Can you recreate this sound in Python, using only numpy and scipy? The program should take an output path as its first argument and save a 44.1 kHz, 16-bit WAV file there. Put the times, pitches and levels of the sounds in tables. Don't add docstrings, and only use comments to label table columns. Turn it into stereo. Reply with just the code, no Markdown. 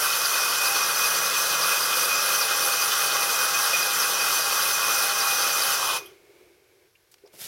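import sys
import numpy as np
from scipy import signal
from scipy.fft import rfft, irfft, next_fast_len
from scipy.io import wavfile
from scipy.ndimage import uniform_filter1d, map_coordinates

SR = 44100
rng = np.random.default_rng(int(sys.argv[2]) if len(sys.argv) > 2 else 0)


def waveform_to_disk(signal):
    frames = np.transpose(np.atleast_2d(signal))
    scaled = np.clip(frames, -1, 1) * 32767
    samples = np.round(scaled).astype(np.int16)
    wavfile.write(sys.argv[1], SR, samples)


N = 329427
T = np.arange(N) / SR


def amp(db):
    return 10 ** (np.asarray(db) / 20)


def unit(x):
    return x / np.sqrt(np.mean(x ** 2) + 1e-20)


def along(points, hz):
    point_hz, value = np.transpose(points)
    return np.interp(np.log(hz + 1), np.log(point_hz + 1), value)


def curves(rows):
    time_s, *columns = np.transpose(rows)
    return [np.interp(T, time_s, column) for column in columns]


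def wobble(knots_hz):
    knots = rng.standard_normal(int(N * knots_hz / SR) + 4)
    return map_coordinates(knots, [T * knots_hz])


def bell(x, centre, sigma):
    return np.exp(-.5 * ((x - centre) / sigma) ** 2)


def lift_db(resonances, hz):
    return sum(lift / (1 + (2 * (hz - f) / width) ** 2) for f, width, lift in resonances)


def filtered(x, response):
    m = next_fast_len(N + SR // 2)
    return irfft(rfft(x, m) * response(np.fft.rfftfreq(m, 1 / SR)), m)[..., :N]


def coloured(x, spectrum, resonances=()):
    m = 2 * next_fast_len(N // 2 + SR // 4)
    hz = np.fft.rfftfreq(m, 1 / SR)
    db = along(spectrum, hz) + lift_db(resonances, hz)
    cepstrum = irfft(np.log(amp(db)), m)
    cepstrum[1:m // 2] *= 2
    cepstrum[m // 2 + 1:] = 0
    return unit(irfft(rfft(x, m) * np.exp(rfft(cepstrum)), m)[..., :N])


# freq_hz, left_minus_right_db
BALANCE = [(60, 2), (110, 1), (200, 2.5), (380, -1), (700, 1), (1290, -0.5), (2380, 0.5), (4400, 2),
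           (8120, 0.5), (15000, -2)]


def stereo(pair, alike):
    def mid_side_gain(hz):
        turn = np.arccos(np.clip(along(alike, hz), -1, 1)) / 2
        return np.array([np.cos(turn), np.sin(turn)])

    mid, side = filtered(pair, mid_side_gain)
    left_right = np.array([mid + side, mid - side])
    both = filtered(left_right, lambda hz: amp(np.outer([.5, -.5], along(BALANCE, hz))))
    return both / np.std(both.mean(axis=0))


def grains(rate_hz, spread_db):
    struck = rng.random(N) < rate_hz / SR
    size = amp(spread_db * rng.standard_normal(N))
    return unit(struck * size * rng.standard_normal((2, N)))


def tone(turns, order, waver_rad):
    phase = 2 * np.pi * (order * turns + rng.random())
    return np.sqrt(2) * np.sin(phase + waver_rad * wobble(45))


THROUGH_S = 6.0
LOOSE_S = 5.85
GEAR_RATIO = 32.1
START_TURNS = -.057
DRAG_HZ = .6
# time_s, speed_hz
MOTOR_SPEED = [(0, 154.1), (.55, 154.1), (.72, 160), (.9, 163.3), (1.35, 165.7), (2, 163.8), (2.6, 160.8),
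               (4, 161.5), (4.4, 160.6), (4.8, 162), (5.25, 159.8), (5.45, 160.7), (5.72, 160.2),
               (5.85, 155.5), (6, 148)]


def drill():
    mean_speed_hz, = curves(MOTOR_SPEED)
    angle = START_TURNS + np.cumsum(mean_speed_hz) / SR / GEAR_RATIO
    speed_hz = mean_speed_hz + DRAG_HZ * np.cos(2 * np.pi * angle) + 0.1495 * wobble(8)
    turns = np.cumsum(speed_hz) / SR
    running = np.clip((THROUGH_S - T) / 0.037, 0, 1)
    ringing = np.clip((6.2 - T) / 0.16, 0, 1)
    glass = ringing * grinding(angle) + singing()
    catches = squeaks(angle, sigma_s=0.0069, fall_per_s=0.61, waver_rad=1.7)
    return glass + running * motor(speed_hz, turns) + catches


# angle_turns, freq_hz, sigma_hz, swing_db
BIT_BANDS = [(.12, 4950, 200, 1), (.2, 4000, 201.8, 3.5), (.27, 10400, 600, 6), (.33, 14600, 400, 1),
             (.47, 6900, 200, 4.5), (.6, 3480, 600, 3), (.62, 4340, 198, 2), (.7, 13100, 800, 0),
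             (.75, 7300, 160, 10.5), (.76, 6000, 250, 3), (.97, 5800, 250, 4.5)]
# freq_hz, lift_db
LOOSE_COLOUR = [(50, 2), (110, 19), (220, -1), (750, 6.5), (1000, 11.5), (1450, -4.5), (2300, 0.5),
                (3200, 5.5), (4500, 0), (15000, -3)]
# freq_hz, relative_db_per_hz
GRIT_SPECTRUM = [(30, -44), (60, -31), (120, -16), (275, -15.5), (450, -3.5), (800, -5), (1900, 1),
                 (3800, -2), (5000, 1.5), (6300, 2.5), (7000, -11), (8300, -11), (11000, -4.5), (15500, -9)]
# freq_hz, width_hz, lift_db
BOTTLE_TUB = [(524, 110, 3), (1132, 260, 9), (1408, 270, 9.5), (1810, 380, -5), (2586, 118, 6.5),
              (2750, 135, -7.5), (5000, 36, 5.5), (9095, 220, 9), (11860, 300, 4.5)]
# freq_hz, width_hz, lift_db
GLASS_MODES = [(1250, 25, 4), (1865, 50, 4), (2280, 110, -20), (2487, 64, 13.5), (3042, 35, 9),
               (3581, 40, 4), (4686, 50, 3), (5856, 45, 4.5), (6112, 45, 7), (9995, 55, 4)]
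# freq_hz, left_right_correlation
DRILL_ALIKE = [(60, 0.42), (92, 0.92), (140, 0.83), (210, 0.76), (330, 1), (500, 0.94), (770, 0.92),
               (1170, 0.98), (1790, 1), (2740, 0.9), (4190, 0.6), (6410, 0.55), (9810, 0.64), (15000, 0.36)]


def grinding(angle):
    chips = grains(rate_hz=14000, spread_db=1.05) + 0.87 * rng.standard_normal((2, N))
    hz, t, z = signal.stft(chips * amp(0.51 * wobble(35)), SR, nperseg=512)

    loosening = np.interp(t, [5.72, 5.95, 6.06], [0, 1, 0])
    colour_db = np.outer(along(LOOSE_COLOUR, hz), loosening)
    for angle_turns, freq_hz, sigma_hz, swing_db in BIT_BANDS:
        facing = np.exp(7 * (np.cos(2 * np.pi * (angle - angle_turns)) - 1))
        facing = facing * (1 + 0.44 * wobble(5.15))
        swing = np.interp(t, T, facing - facing.mean())
        colour_db += swing_db * np.outer(bell(hz, freq_hz, sigma_hz), swing)
    colour_db += np.outer(bell(hz, 2500, 130), np.interp(t, T, 1.5 * wobble(45) - .8))

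    patches = uniform_filter1d(rng.standard_normal(z.shape[1:]), size=5, axis=0)
    patches = unit(uniform_filter1d(patches, size=9, axis=1))
    force = signal.istft(z * amp(colour_db + 0.94 * patches), SR, nperseg=512)[1][:, :N]

    ring = stereo(coloured(force, GRIT_SPECTRUM, [*BOTTLE_TUB, *GLASS_MODES]), DRILL_ALIKE)
    fine = filtered(ring, lambda hz: hz > 7000)
    coarse = ring - fine
    coarse_db, fine_db = pressure(angle)
    return (amp(coarse_db) * coarse / np.std(coarse.mean(axis=0))
            + amp(fine_db) * fine / np.std(fine.mean(axis=0)))


SWAY_PER_TURN = .6
SWAY_COARSE_DB, SWAY_FINE_DB = 0.11, 0.94
LOBE_DB, LOBE_TURNS = 0.15, 0.15
SLIP_SIGMA_S = 0.012
# time_s, coarse_grit_db, fine_grit_db
BITE_LEVELS = [(0, -24.5, -28.5), (5.75, -24.5, -28.5), (5.97, -28.5, -31), (6.02, -48, -53),
               (6.16, -60, -68)]
# time_s, dip_db
GRIP_SLIPS = [(.185, -3), (3.11, -0.5), (5.145, -2.5)]


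def pressure(angle):
    coarse_db, fine_db = curves(BITE_LEVELS)
    sway = np.cos(2 * np.pi * SWAY_PER_TURN * angle)
    lobes_db = LOBE_DB * np.cos(2 * np.pi * 2 * (angle - LOBE_TURNS))
    shared_db = lobes_db + 0.13 * wobble(12)
    slip_db = sum(dip_db * bell(T, time_s, SLIP_SIGMA_S) for time_s, dip_db in GRIP_SLIPS)
    return (coarse_db + SWAY_COARSE_DB * sway + shared_db + slip_db,
            fine_db + SWAY_FINE_DB * sway + shared_db + 0.72 * wobble(16))


SING_HZ, SING_DB, SING_T60_S, SING_SWELL_DB = 2478, -43, 0.2, 5


def singing():
    decay_db = -60 * np.maximum(T - THROUGH_S, 0) / SING_T60_S
    level_db = SING_DB + SING_SWELL_DB * wobble(14) + decay_db
    return amp(level_db) * tone(SING_HZ * T, order=1, waver_rad=1.8)


HUM_DB, ARMATURE_DB = -66, -64
SWITCH_HZ = 9331
# shaft_multiple, level_db
MOTOR_TONES = [(10, -42), (20, -47), (25, -63.5), (35, -42), (40, -62), (45, -49), (60, -55), (65, -56),
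               (67, -60.5), (70, -61)]
# freq_hz, width_hz, lift_db
CASE_MODES = [(166, 6, 11), (795, 44, 24.5), (9660, 200, 6), (10785, 130, 11)]
# freq_hz, relative_db_per_hz
GEAR_SPECTRUM = [(1500, -27), (5000, -5), (7000, 2), (9500, 7), (11000, -5.5), (15000, -14)]
# freq_hz, width_hz, lift_db
GEARBOX_MODES = [(7370, 280, 5), (10800, 200, 13)]


def motor(speed_hz, turns):
    def shaft_tone(order, level_db, swell_db, swell_hz, waver_rad):
        level_db = level_db + lift_db(CASE_MODES, order * speed_hz) + swell_db * wobble(swell_hz)
        return amp(level_db) * tone(turns, order, waver_rad)

    hum = shaft_tone(1, HUM_DB, swell_db=1.3, swell_hz=7, waver_rad=.15)
    armature = shaft_tone(5, ARMATURE_DB, swell_db=2.5, swell_hz=19, waver_rad=0.174)
    whine = sum(shaft_tone(round(multiple), level_db, swell_db=1.3, swell_hz=11, waver_rad=0.45)
                for multiple, level_db in MOTOR_TONES)
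    whistle = amp(-56 + 2.5 * wobble(3.6)) * tone(SWITCH_HZ * T, order=1, waver_rad=0.45)

    teeth = rng.standard_normal((2, 256))
    rasp = np.array([map_coordinates(row, [turns % 1 * len(row)], mode="grid-wrap") for row in teeth])
    gears = amp(-38.5) * stereo(coloured(rasp, GEAR_SPECTRUM, GEARBOX_MODES), DRILL_ALIKE)
    return hum + armature + whine + whistle + gears


CATCH_SCATTER_TURNS, CATCH_DETUNE, CATCH_SCATTER_DB = .025, .015, 1.5
# angle_turns, pitch_hz, peak_db, chance_0_to_1
RIM_CATCHES = [(.05, 5430, -27.5, .4), (.14, 4880, -25.5, .6), (.39, 4650, -31, 0.1), (.61, 4400, -31, .25),
               (.73, 6020, -28.5, .4)]


def squeaks(angle, sigma_s, fall_per_s, waver_rad):
    out = np.zeros((2, N))
    flutter = waver_rad * wobble(260)
    for turn in range(int(np.interp(LOOSE_S, T, angle))):
        for angle_turns, pitch_hz, peak_db, chance in RIM_CATCHES:
            late, sharp, loud = rng.standard_normal(3)
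            if rng.random() > chance:
                continue
            centre_s = np.interp(turn + angle_turns + CATCH_SCATTER_TURNS * late, angle, T)
            near = slice(max(0, round((centre_s - .04) * SR)), round((centre_s + .04) * SR))
            t = T[near] - centre_s
            catch_hz = pitch_hz * (1 + CATCH_DETUNE * sharp)
            phase = 2 * np.pi * catch_hz * (t - fall_per_s * t ** 2) + flutter[near]
            level = amp(peak_db + CATCH_SCATTER_DB * loud)
            out[:, near] += level * bell(t, 0, sigma_s) * np.sin(phase)
    return out


# start_s, level_db, pitch_hz, sigma_octaves, rise_s, t60_s
SMALL_KNOCKS = [(6.058, -45, 11500, 0.17, .003, .05), (6.056, -47.5, 3150, 0.099, 0.0027, 0.16),
                (6.953, -57, 2600, 0.21, .0007, .055), (7.114, -55, 7000, 1.6, .001, 0.14),
                (7.141, -47.5, 2500, 1.4, .0002, 0.023), (7.182, -58, 2500, 1, .0005, .03),
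                (7.237, -46, 436, 0.14, 0.0053, .05), (7.25, -57, 600, .6, .008, 0.11),
                (7.259, -59, 5100, .15, .003, .05), (7.273, -56, 3600, 0.97, .001, .035),
                (7.333, -54, 280, 1.3, 0.003, 0.15)]


def knocks():
    out = np.zeros((2, N + SR))
    t = np.arange(SR // 4) / SR
    hz = np.fft.rfftfreq(2 * len(t), 1 / SR)
    for start_s, level_db, pitch_hz, sigma_octaves, rise_s, t60_s in SMALL_KNOCKS:
        band = bell(np.log2((hz + 1) / pitch_hz), 0, sigma_octaves)
        noise = rng.standard_normal((2, 2 * len(t)))
        mid, side = unit(irfft(rfft(noise) * band))[:, :len(t)]
        shape = (1 - np.exp(-t / rise_s)) * amp(-60 * t / t60_s)
        left_right = np.array([mid + .35 * side, mid - .35 * side])
        start = round(start_s * SR)
        out[:, start:][:, :len(t)] += amp(level_db) * shape / shape.max() * left_right
    return out[:, :N]


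# time_s, level_db
SPRAY_LEVEL = [(7.31, -70), (7.344, -52.5), (7.368, -54), (7.408, -39), (7.47, -36)]
# freq_hz, relative_db_per_hz
SPRAY_SPECTRUM = [(35, -48), (60, -19), (183, -8), (486, -31), (559, -9), (953, -14), (1150, -19),
                  (1320, -10.5), (5080, -3.5), (7200, -7), (13200, -3.5), (15500, -12)]
# freq_hz, left_right_correlation
SPRAY_ALIKE = [(200, .8), (1500, 0.96), (3000, .7), (5000, .25), (14000, .1)]


def tap():
    opened = np.clip((T - 7.31) / 0.023, 0, 1)
    droplets = grains(rate_hz=8000, spread_db=1)
    spray = stereo(coloured(droplets, SPRAY_SPECTRUM), SPRAY_ALIKE)
    return opened * amp(curves(SPRAY_LEVEL)[0]) * spray


HISS_DB = -66
# freq_hz, relative_db_per_hz
HISS_SPECTRUM = [(15, -45), (25, -5), (119, -3.5), (246, -19), (433, -5), (741, -13), (1200, -12),
                 (1340, -16), (1490, -8), (1900, -12), (2920, -14.5), (5580, -12.5), (7300, -18),
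                 (12800, -15), (15500, -23)]
# time_s, level_db
RUSH_LEVEL = [(5.8, -56), (6, -47), (6.2, -57.5), (6.42, -55.5), (6.6, -62.5), (6.87, -63), (6.9, -77),
              (7.47, -57.5)]
# freq_hz, relative_db_per_hz
RUSH_SPECTRUM = [(60, -17), (260, -21), (335, -3.5), (395, 2), (470, -6.5), (600, -12.5), (1000, -21),
                 (1950, -21), (2180, -10.5), (2800, -21.5), (7000, -28.5), (15000, -31)]
# freq_hz, left_right_correlation
BACKGROUND_ALIKE = [(60, 0.85), (130, 0.68), (290, 0.99), (640, 0.8), (1410, 0.73), (3100, 0.64),
                    (6820, 0.35), (15000, 0.26)]


def background():
    hiss = stereo(coloured(rng.standard_normal((2, N)), HISS_SPECTRUM), BACKGROUND_ALIKE)
    rush = stereo(coloured(rng.standard_normal((2, N)), RUSH_SPECTRUM), BACKGROUND_ALIKE)
    return amp(HISS_DB) * hiss + amp(curves(RUSH_LEVEL)[0]) * rush


# freq_hz, t60_s
ROOM_DECAY = [(200, 0.33), (2000, 0.13), (12000, 0.067)]


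def room(x):
    hz, t, z = signal.stft(rng.standard_normal((2, SR // 2)), SR, nperseg=256)
    decay = amp(-60 * t / along(ROOM_DECAY, hz)[:, None])
    tail = signal.istft(z * decay, SR, nperseg=256)[1]
    return signal.fftconvolve(x, tail / np.linalg.norm(tail[0]), axes=1)[:, :N]


def scene():
    near = drill() + knocks() + tap()
    return near + amp(-17.0) * room(near) + background()


BASS_HZ, TOP_HZ = 50, 15850


def record(dry):
    return filtered(dry, lambda hz: (hz < TOP_HZ) * hz ** 2 / np.sqrt(hz ** 4 + BASS_HZ ** 4))


dry = scene()
out = record(dry)
waveform_to_disk(out)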